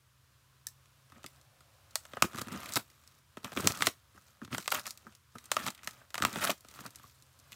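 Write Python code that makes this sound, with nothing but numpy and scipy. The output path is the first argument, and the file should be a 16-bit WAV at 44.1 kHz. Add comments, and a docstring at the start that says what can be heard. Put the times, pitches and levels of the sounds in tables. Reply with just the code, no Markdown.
"""A quiet room with near walls: hiss, low rumble and a faint wavering hum, heard by a small microphone close to a box.
A scissor blade slits packing tape along the seam of the cardboard: noise bursts are the snaps of the film.
Each burst drives resonances of film, cut edge, flaps and hollow box; random grains make the drag between snaps.
Damped sines add a few clear notes and falling thumps, and short noise tails answer from the walls."""
import sys
import numpy as np
from scipy import signal
from scipy.fft import rfft, irfft, next_fast_len
from scipy.io import wavfile
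from scipy.ndimage import uniform_filter1d, map_coordinates

SR = 44100
rng = np.random.default_rng(int(sys.argv[2]) if len(sys.argv) > 2 else 0)


def wav_record(signal):
    """Record a signal, one row per channel, as 16-bit PCM in the file named by sys.argv[1]."""
    frames = np.transpose(np.atleast_2d(signal))
    bounded = np.clip(frames, -1, 1)
    # unit amplitude maps onto the largest positive 16-bit level
    quanta = np.round(bounded * 32767).astype(np.int16)
    wavfile.write(sys.argv[1], SR, quanta)


N = 333273

# Spectrum of the room's hiss and low rumble: (frequency [Hz], gain [dB])
HISS_SPECTRUM = [(18, -49.5), (30, -25.5), (68, 5), (125, -1), (150, -9), (181, -14), (350, -19),
                 (577, -20), (752, -28), (1000, -12.5), (1660, -16), (1940, -19.5), (2890, -18.5),
                 (15200, -27), (16500, -38.5)]
# Hiss above 160 Hz, before its slight wobble: (time [s], level [dB])
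HISS_LEVEL = [(0, -71), (1, -69), (2, -67), (3, -69.5), (4, -69.5), (5.2, -70.5), (6.1, -68), (7.3, -69),
              (7.56, -65.5)]
# Dull band of room noise that comes and goes: (time [s], level [dB])
DULL_LEVEL = [(0, -91), (1.0, -82), (1.5, -74.5), (2.8, -79), (3.1, -89.5), (4.2, -82.5), (5.1, -82),
              (5.3, -108), (6, -78.5), (7.1, -84.5), (7.56, -74.5)]
# Faint hum, before its wobble: (time [s], frequency [Hz], level [dB])
HUM_COURSE = [(0, 129, -72.5), (1, 132, -69.5), (2, 137.2, -75), (3.2, 135.8, -75), (4, 136.5, -79.5),
              (5.2, 127.5, -77), (6.6, 125.2, -74), (7.56, 134.7, -70)]
# Decay of the near walls' answer: (frequency [Hz], time to fall 60 dB [s])
WALL_DECAY = [(300, 0.13), (1400, 0.11), (4000, 0.14), (10000, 0.16), (16000, 0.18)]
# Air and walls of the box: (frequency [Hz], width [Hz], gain [dB])
BOX_MODES = [(105.4, 32, 1.5), (210.4, 65, 6.5), (315, 230, 0.5)]
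# Bending modes of the flaps: (frequency [Hz], width [Hz], gain [dB])
FLAP_MODES = [(614.3, 190, -7), (966, 320, -7), (1262, 180, 1), (1660, 480, -10.5)]
# Taut film at the cut edge: (frequency [Hz], width [Hz], gain [dB])
EDGE_MODES = [(1994, 290, 3.5), (2546, 460, 2), (3250, 730, -0.5), (3770, 1400, -14)]
# Bright part of a snap: (frequency [Hz], gain [dB])
FILM_SPECTRUM = [(2500, -47), (3400, -14.5), (3800, 0.5), (5660, 0), (8030, 0), (10500, -5), (12600, -3),
                 (15400, -4.5), (16500, -19)]
# Freed flap thumps as the blade leaves the seam: (time [s], level before onset and decay [dB])
SWOOPS = [(2.768, -17.5), (3.872, -17.5), (5.874, -54)]
# Brief clear note inside some clicks: (time [s], frequency [Hz], level before onset and decay [dB])
PINGS = [(0.67, 1790, -37.5), (6.494, 630, -15), (6.856, 2480, -43), (7.04, 1145, -39)]
# Blade and fingers at work, one list per pass: (time [s], film crackle [dB], cardboard rasp [dB])
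WORK_PASSES = [
    [(1.05, -87, -97), (1.166, -94, -63), (1.282, -67, -77), (1.4, -75, -70)],
    [(1.9, -83, -71), (1.994, -69, -74.5), (2.186, -67, -58.5), (2.316, -66, -57.5), (2.43, -68, -58),
     (2.562, -57.5, -50.5), (2.674, -54, -50), (2.764, -45, -54), (2.81, -74, -74), (3.03, -73, -72.5),
     (3.2, -72.5, -73.5)],
    [(3.3, -84, -82), (3.426, -70.5, -67), (3.47, -62, -50), (3.55, -66, -69), (3.602, -53.5, -45.5),
     (3.702, -41, -47), (3.76, -55.5, -47.5), (3.872, -38, -59), (3.912, -72, -66.5), (4.0, -80, -78)],
    [(4.05, -89.5, -87), (4.17, -71.5, -73.5), (4.3, -70, -71.5), (4.484, -90.5, -77.5), (4.546, -52, -61),
     (4.68, -60.5, -67.5), (4.75, -49, -47), (4.81, -55, -61), (4.845, -64, -63), (4.89, -48, -59),
     (4.95, -73, -71.5), (5.134, -72.5, -70), (5.2, -82.5, -91)],
    [(5.3, -84, -94.5), (5.37, -65.5, -71.5), (5.5, -72, -65.5), (5.53, -53, -58.5), (5.6, -51.5, -43),
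     (5.688, -52, -54.5), (5.756, -88, -70.5), (5.866, -58, -61), (5.96, -68, -64), (6.05, -77, -67)],
    [(6.1, -83, -86), (6.2, -63, -61), (6.318, -55, -49), (6.378, -49, -44), (6.496, -44, -39),
     (6.55, -87, -87), (6.76, -58, -57.5), (6.87, -60.5, -55), (6.9, -78, -70.5), (7.048, -63.5, -65),
     (7.17, -73, -96), (7.426, -80, -75), (7.557, -64, -68)],
]
# Short runs of tearing: (middle [s], length [ms], rasp at the middle [dB], push on the box there [dB])
RIPS = [(1.168, 33, -65.5, -60), (1.255, 9.3, -62, -52), (2.247, 11.5, -37, -31), (2.351, 22, -52.5, -49),
        (2.388, 21, -46, -47), (2.417, 10.7, -41.5, -43.5), (2.473, 10, -54, -44.5), (2.543, 59, -48, -42),
        (2.769, 14.2, -29.5, -38.5), (2.635, 24, -59, -66), (2.7, 21, -56, -56), (2.797, 25, -51.5, -59),
        (3.451, 17, -46, -40.5), (3.533, 9.3, -45.5, -48.5), (3.583, 40, -42.5, -41), (3.644, 18, -50, -39),
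        (3.665, 25, -42.5, -33.5), (3.705, 9.4, -35, -35.5), (3.813, 26, -55, -45.5),
        (3.848, 62, -42.5, -50.5), (3.883, 10, -45, -41), (4.17, 26, -66, -65), (4.432, 26, -59.5, -50),
        (4.533, 33, -46.5, -43), (4.584, 31, -51.5, -50), (4.723, 11.4, -30, -64), (4.751, 26, -35.5, -53),
        (4.784, 30, -41, -54.5), (4.868, 22.6, -45, -68), (5.073, 36, -68, -57), (5.362, 19, -61.5, -50.5),
        (5.535, 20, -57, -61), (5.674, 23, -38, -44), (6.188, 13, -47, -53), (6.229, 16, -38.5, -43.5),
        (6.275, 29, -46, -45.5), (6.369, 18.5, -42.5, -38.5), (6.438, 31.4, -31.5, -48),
        (6.472, 19, -38, -58), (6.502, 8.7, -26.5, -43), (6.515, 22, -42.5, -44.5), (6.863, 31, -69, -52.5)]
# Snaps of film, knocks of blade or finger:
# (time [s], film peak [dB], then relative to it: cut edge [dB], flap ring [dB], box thump [dB])
SNAPS = [(0.6683, -17, -28, -35.5, -45), (0.6854, -34.5, -27, -33, -44), (0.857, -52, -6, -20, -32),
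         (1.0993, -51, -6, -11, -18), (1.12, -46.5, -7, 0.5, -7), (1.231, -43, -9, -20, -24),
         (1.2415, -35.5, -5.5, -2.5, -11.5), (1.2621, -28, -8.5, -25, -35), (1.4128, -45.5, -21, -28, -31),
         (1.606, -45.5, -12, -8.5, -20), (1.9083, -43, -30, -36, -34), (1.9556, -8.5, -18.5, -18.5, -71),
         (2.052, -37, -9, -6, -42), (2.134, -40.5, 4, 5, -4), (2.169, -38, -0.5, 8.5, -6),
         (2.2224, -3.5, -8, -6, -23.5), (2.3317, -43, -2, -1, -10), (2.3457, -37, -6, 3, -1.5),
         (2.358, -32, -10, -6, -19), (2.37, -34, -6, -12, -20), (2.384, -29, -4, -2, -10),
         (2.3927, -29, -9, -14, -15), (2.4153, -21, -33, -10, -20), (2.483, -34.5, -10, -2.5, -10),
         (2.6313, -34.5, -4, -3.5, -32), (2.6577, -32, -6, -22, -32), (2.722, -31, -5, -22, -33),
         (2.736, -17, -37, -27, -42), (2.7572, -10, -21, -34, -34), (2.9002, -44, -11.5, -27, -27),
         (3.0752, -39, -20, -38, -44), (3.3703, -39, -0.5, 4, 0.5), (3.38, -44, -17, -20, -31),
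         (3.4447, -26, -6, -8, -20), (3.519, -35.5, -5, -1, -12), (3.5644, -29.5, -19, -7, -9),
         (3.5724, -27.5, 8, 4, 0), (3.597, -38.5, -14, 7, 8.5), (3.605, -20, -31, -26, -29),
         (3.6428, -35.5, 4, -1, 6.5), (3.661, -45, -8, -5, 17), (3.6725, 1.5, -15.5, -21, -33),
         (3.7729, -24.5, -22, -23, -29.5), (3.8066, -30, 1, 3, -19), (3.8216, -12.5, -1.5, -3, -31),
         (3.8691, -6.5, -7, -11, -27), (4.1463, -57, -12, 0, 1), (4.175, -52.5, -16, 3, -25.5),
         (4.416, -50.5, -3, 14.5, 13.5), (4.4477, -38, -5, -6.5, -8), (4.4765, -52.5, 3, 6, 4),
         (4.5268, -39, 10.5, 4, 3), (4.535, -44.5, -5, -7, 13.5), (4.5462, -27.5, -0.5, 0, -11),
         (4.581, -19, -13, -9, -23), (4.6253, -34.5, -12, -21, -40), (4.658, -35.5, -2, -12, -26),
         (4.6775, -14.5, -7, -9, -49), (4.704, -23, -24, -29, -40), (4.718, -19, -5, -13, -43),
         (4.752, -27, -1, -17, -22.5), (4.8557, -34.5, -2, -18, -28), (4.8664, -21.5, -16, -26, -37),
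         (4.9068, -22, -23, -40, -48), (4.9747, -32, -19, -29, -41), (5.0672, -48, -20, 9, -7),
         (5.123, -51.5, -4, -7, -27), (5.1503, -39.5, -13, -20.5, -42.5), (5.3534, -46.5, -17.5, 7.5, 1),
         (5.4405, -41, -14, -19, -30.5), (5.456, -36, -27, -32, -34), (5.5161, -9.5, -9, -10, -53),
         (5.5661, -20.5, 0, 3, -24), (5.6385, -33.5, -8, -10, -8), (5.6644, -20, -8.5, -13, -17),
         (5.6821, -26, 1.5, -2, -12), (5.7035, -25.5, -19, -19, -43), (5.748, -39, -9, -16, -38),
         (5.777, -43, -5, -14, -29), (5.7904, -57, 12, -1, -19), (5.832, -38.5, -6, -4.5, -25),
         (5.845, -33, -15, -23, -29), (5.8734, -19, -7.5, -9.5, -28), (5.9092, -33, -16, -31, -38),
         (6.014, -59.5, -9, 10, -17), (6.1427, -22, -6.5, -3.5, -42), (6.1536, -25, -3, -7.5, -24),
         (6.179, -21.5, -7, -6.5, -43), (6.201, -34, -6, 3, -1), (6.222, -15, -4, -2.5, -19),
         (6.2357, -27, -6, 4, -4), (6.2494, -10, -5, -4, -21), (6.3286, -26, -18, -23, -16),
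         (6.3575, -32, 4, 4, -11), (6.4728, -25, 0.5, -1, -18), (6.496, -32, 4, 2, -6),
         (6.5038, -17.5, -5, -10, -28), (6.578, -44, -25, -23, -31), (6.6072, -39, -36, -36, -30),
         (6.647, -45, -8, -0.5, -10.5), (6.685, -37, -13, -17, -23), (6.7113, -40, -13, -22, -34),
         (6.7486, -44, -12, -19, -27), (6.7891, -46, 1, 10, 0), (6.8062, -32.5, -23, -15, -12.5),
         (6.853, -48, -10, 9.5, -7), (6.8625, -26, -20, -8.5, -38), (6.9055, -38, -22, -36, -33),
         (6.9578, -28.5, -26, -40, -41), (6.996, -54, -10, 5, -6), (7.0423, -55, -17, -1, -1),
         (7.223, -40.5, -24, -37.5, -23.5), (7.3893, -45, -27, -27, -21), (7.3983, -42, -29, -34, -32),
         (7.5198, -33.5, -8, -17, -25), (7.528, -36.5, -2, -22, -29)]

FADE_FROM_HZ, TOP_HZ, CEILING_HZ = 15800, 16300, 16950
PING_T60_S, SWOOP_T60_S = 0.022, 0.038
RUMBLE_DB = -7.5  # shaking of the box, relative to the rasp
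RIP_CRACKLE_DB = -3.5  # film crackle of a rip, relative to its rasp
PUSH_DULLS = 0.54  # dB of rip crackle lost per dB that the push exceeds the rasp
# stray ticks: least peak over the crackle, scatter, loudest peak
TICK_DB, TICK_SPREAD_DB, TICK_TOP_DB = 15.5, 5, -34
TICK_EDGE_DB, TICK_FLAP_DB, TICK_BOX_DB = -9.5, -17.5, -30  # relative to the tick's film peak
# brightest pitch of a snap: higher the less the cut edge rings, with a random scatter
BRIGHT_HZ, OCTAVES_PER_DB, SCATTER_OCTAVES = 5200, .02, 0.18
TEAR_MS, TEAR_MS_PER_DB = 5.63, -0.08  # time to fall 20 dB at a 0 dB film peak; weaker snaps tear longer
BREAK_DB, BREAK_GROWS = 19, .05  # first break over the tear at a 0 dB film peak; weaker snaps break softer


def amp(db):
    """Decibels to amplitude."""
    return 10 ** (np.asarray(db) / 20)


def unit(x):
    """x scaled to an RMS of one."""
    return x / np.sqrt(np.mean(x ** 2) + 1e-20)


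def even(x, seconds):
    """x with its level held steady over the given time."""
    power = np.abs(uniform_filter1d(x ** 2, round(seconds * SR)))
    return x / np.sqrt(power + 1e-20)


def along(points, hz):
    """Reads (frequency [Hz], value) points on a log frequency axis."""
    f, v = np.transpose(points)
    return np.interp(np.log(hz + 1), np.log(f + 1), v)


def curves(rows):
    """One value per sample for each column after the time."""
    s, *cols = np.transpose(rows)
    return [np.interp(np.arange(N) / SR, s, c) for c in cols]


def wobble(rate):
    """A smooth random curve, rate knots a second."""
    knots = rng.standard_normal(int(N * rate / SR) + 4)
    return map_coordinates(knots, [np.arange(N) * rate / SR])


def filtered(x, response):
    """x passed through a complex response of frequency."""
    n = x.shape[-1]
    m = next_fast_len(n + 4096)
    return irfft(rfft(x, m) * response(np.fft.rfftfreq(m, 1 / SR)), m)[..., :n]


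def modes(table):
    """Causal response of a set of resonances, neighbours in opposite sign."""
    def response(f):
        total = 0
        for k, (centre, width, db) in enumerate(table):
            resonance = 1j * f * width / (centre * centre - f * f + 1j * f * width)
            total = total + (-1) ** k * amp(db) * resonance
        return total
    return response


def room():
    """Shaped noise gives hiss and low rumble, resonant noise a dull band, a wavering sine the faint hum."""
    hiss = filtered(rng.standard_normal(N), lambda hz: amp(along(HISS_SPECTRUM, hz)))
    above = filtered(hiss, lambda hz: hz > 160)  # sets the level without the rumble
    hiss = hiss / np.std(above) * amp(curves(HISS_LEVEL)[0] + .4 * wobble(3.4))
    dull_modes = modes([(520, 90, 0), (760, 300, -2)])
    dull = filtered(rng.standard_normal(N), lambda hz: dull_modes(hz) ** 2)
    dull = amp(curves(DULL_LEVEL)[0]) * unit(dull)
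    hz, db = curves(HUM_COURSE)
    phase = 2 * np.pi * np.cumsum(hz + 0.61 * wobble(24.0)) / SR
    hum = np.sqrt(2) * amp(db + 1.5 * wobble(8.3)) * np.sin(phase)
    return hiss + dull + hum


def walls(x):
    """Short answer of the near walls; a new tail every quarter second as hands and blade move."""
    out, step = np.zeros(N + SR), SR // 4
    delay = 130  # samples, about 3 ms
    for a in range(0, N, step):
        hz, t, z = signal.stft(rng.standard_normal(SR // 4), SR, nperseg=128)
        decay = amp(-60 * t / along(WALL_DECAY, hz)[:, None])
        tail = signal.istft(z * decay, SR, nperseg=128)[1]
        y = signal.fftconvolve(x[a:a + step], tail / np.linalg.norm(tail))
        out[a + delay:a + delay + len(y)] += y
    return out[:N]


def box(hz):
    """Box resonances; heavy walls do not follow fast pushes."""
    return modes(BOX_MODES)(hz) / (1 + 1j * hz / 450) ** 2


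def edge(hz):
    """Cut edge resonances; the narrow strip of film radiates little below its first mode."""
    return modes(EDGE_MODES)(hz) * (1j * hz / (1500 + 1j * hz)) ** 2


def film(hz):
    """Bright spectrum of the breaking film."""
    return amp(along(FILM_SPECTRUM, hz))


def swoop():
    """Bending waves spread out, high ones first, so the thump glides from 1110 Hz down to the 210 Hz box note."""
    s, db = np.transpose(SWOOPS)[..., None]
    t = np.maximum(np.arange(N) / SR - s, 0)
    cycles = 210 * t + 900 * 0.00402 * (1 - np.exp(-t / .004))
    envelope = amp(db - 60 * t / SWOOP_T60_S) * (1 - np.exp(-t / 0.0086))
    return np.sum(envelope * np.sin(2 * np.pi * cycles), 0)


def ping():
    """Damped notes with a soft start."""
    s, hz, db = np.transpose(PINGS)[..., None]
    t = np.maximum(np.arange(N) / SR - s, 0)
    envelope = amp(db - 60 * t / PING_T60_S) * (1 - np.exp(-t / 0.0014))
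    return np.sum(envelope * np.sin(2 * np.pi * hz * t), 0)


def effort():
    """Gains of crackle, rasp and rumble: the slow drag of the blade plus a swell for each short rip."""
    rows = []
    for table in WORK_PASSES:  # silence around each pass
        rows += [(table[0][0] - .01, -110, -110), *table, (table[-1][0] + .02, -110, -110)]
    crackle_db, rasp_db = curves(rows)
    power = amp([crackle_db, rasp_db, rasp_db + RUMBLE_DB]) ** 2
    t = np.arange(-SR // 10, SR // 10)
    for s, ms, rip_db, push_db in RIPS:
        at = np.clip(round(s * SR) + t, 0, N - 1)
        rip_crackle_db = rip_db + RIP_CRACKLE_DB - PUSH_DULLS * max(push_db - rip_db, 0)
        swell = np.exp(-np.abs(t / SR / (ms / 2000)) ** 3)
        power[:, at] += amp([[rip_crackle_db], [rip_db], [push_db]]) ** 2 * swell
    return np.sqrt(power)


def grains(rate, spread_db, clump_db):
    """Tiny breaks at random moments, rate a second: most small, a few large, in clumps."""
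    breaks = (rng.random(N) < rate / SR) * rng.standard_normal(N)
    size_db = spread_db * rng.exponential(size=N) + clump_db * wobble(90)
    return breaks * amp(np.minimum(size_db, 24 + 0 * size_db))


def patchy(x, depth_db):
    """Gives grains their own colour: random gain in small patches of time and frequency."""
    z = signal.stft(x, nperseg=128)[2]
    field = uniform_filter1d(rng.standard_normal(z.shape), 7, 0)
    field = uniform_filter1d(field, 3, 1)
    return unit(signal.istft(z * amp(depth_db * unit(field)), nperseg=128)[1][:N])


def drag():
    """The film crackles in fine grains; the same grains rasp the flaps, and a little later the push shakes the box."""
    crackle, rasp, rumble = effort()
    breaks = unit(grains(4500, spread_db=3, clump_db=3.0)) + 0.37 * rng.standard_normal(N)
    bright = filtered(breaks, lambda hz: film(hz) + 0.25 * edge(hz))
    rubbing = breaks + 0.83 * rng.standard_normal(N)
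    flaps = filtered(rubbing, lambda hz: modes(FLAP_MODES)(hz) + 0.34 * edge(hz))
    shake = even(filtered(rng.standard_normal(N), box), .03)
    late_rumble = np.pad(rumble, (round(0.0023 * SR), 0), "edge")[:N]
    bright = even(patchy(bright, depth_db=4.5), 0.055)
    flaps = even(patchy(flaps, depth_db=3.5), 0.02)
    return crackle * bright + rasp * flaps + late_rumble * shake


def ticks(count):
    """Stray small snaps at random moments, scaled to the crackle around them; rows as in SNAPS."""
    when, size = rng.random((count, 2)).T
    s = .02 + when * (N / SR - .1)
    crackle_db = 20 * np.log10(effort()[0][(s * SR).astype(int)])
    peak_db = crackle_db + TICK_DB - TICK_SPREAD_DB * np.log(size + 1e-3)
    peak_db = np.minimum(peak_db, TICK_TOP_DB)
    return [(at, db, TICK_EDGE_DB, TICK_FLAP_DB, TICK_BOX_DB) for at, db in zip(s, peak_db)]


def snaps():
    """A sharp break and a short dying tear drive film, edge, flaps and box, each at its own strength."""
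    s, peak_db, edge_db, flap_db, box_db = np.transpose([*SNAPS, *ticks(count=60)])
    tear_ms = np.clip(TEAR_MS + TEAR_MS_PER_DB * peak_db, 1, 40)[:, None]
    octaves = SCATTER_OCTAVES * rng.standard_normal(len(s)) - OCTAVES_PER_DB * edge_db
    bright_hz = BRIGHT_HZ * 2 ** octaves[:, None]
    t = np.arange(-64, 2048) / SR
    after = t - .0008  # the film creaks for a moment before it breaks
    shape_db = np.where(after < 0, 30000 * after - 6, -20 * 1000 * after / tear_ms)
    tear = rng.standard_normal(shape_db.shape) * amp(shape_db)
    tear[:, np.searchsorted(after, 0)] += amp(BREAK_DB + BREAK_GROWS * peak_db)  # the sharp first break

    def tinted_film(hz):
        return film(hz) * amp(-3.5 * np.log2((hz + 1) / bright_hz) ** 2)

    def late_box(hz):
        return box(hz) * np.exp(-2j * np.pi * hz * .0015)  # slow bending waves reach the walls later

    parts = [(tinted_film, 0 * s), (edge, edge_db), (modes(FLAP_MODES), flap_db), (late_box, box_db)]
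    sound = 0
    for response, rel_db in parts:
        part = filtered(tear, response)
        part = part / np.abs(part).max(1, keepdims=True)
        sound = sound + part * amp(peak_db + rel_db)[:, None]
    out = np.zeros(N + SR)
    starts = np.round((s + t[0]) * SR).astype(int)
    for start, row in zip(starts, sound):
        out[start:start + len(row)] += row
    return out[:N]


def scene():
    """The work at the box close by, its answer from the near walls, and the room behind."""
    work = snaps() + ping() + swoop() + drag()
    return (work + amp(-13) * walls(work) + room())[None]


def record(dry):
    """The microphone drops deep bass; the recorder fades above its band limit and keeps nothing over the ceiling."""
    def response(hz):
        fade = amp(-22 * np.clip((hz - FADE_FROM_HZ) / (TOP_HZ - FADE_FROM_HZ), 0, 1))
        bass_cut = hz ** 5 / (hz ** 5 + 56 ** 5)
        return fade * (hz < CEILING_HZ) * bass_cut
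    return filtered(dry, response)


dry = scene()
out = record(dry)
wav_record(out)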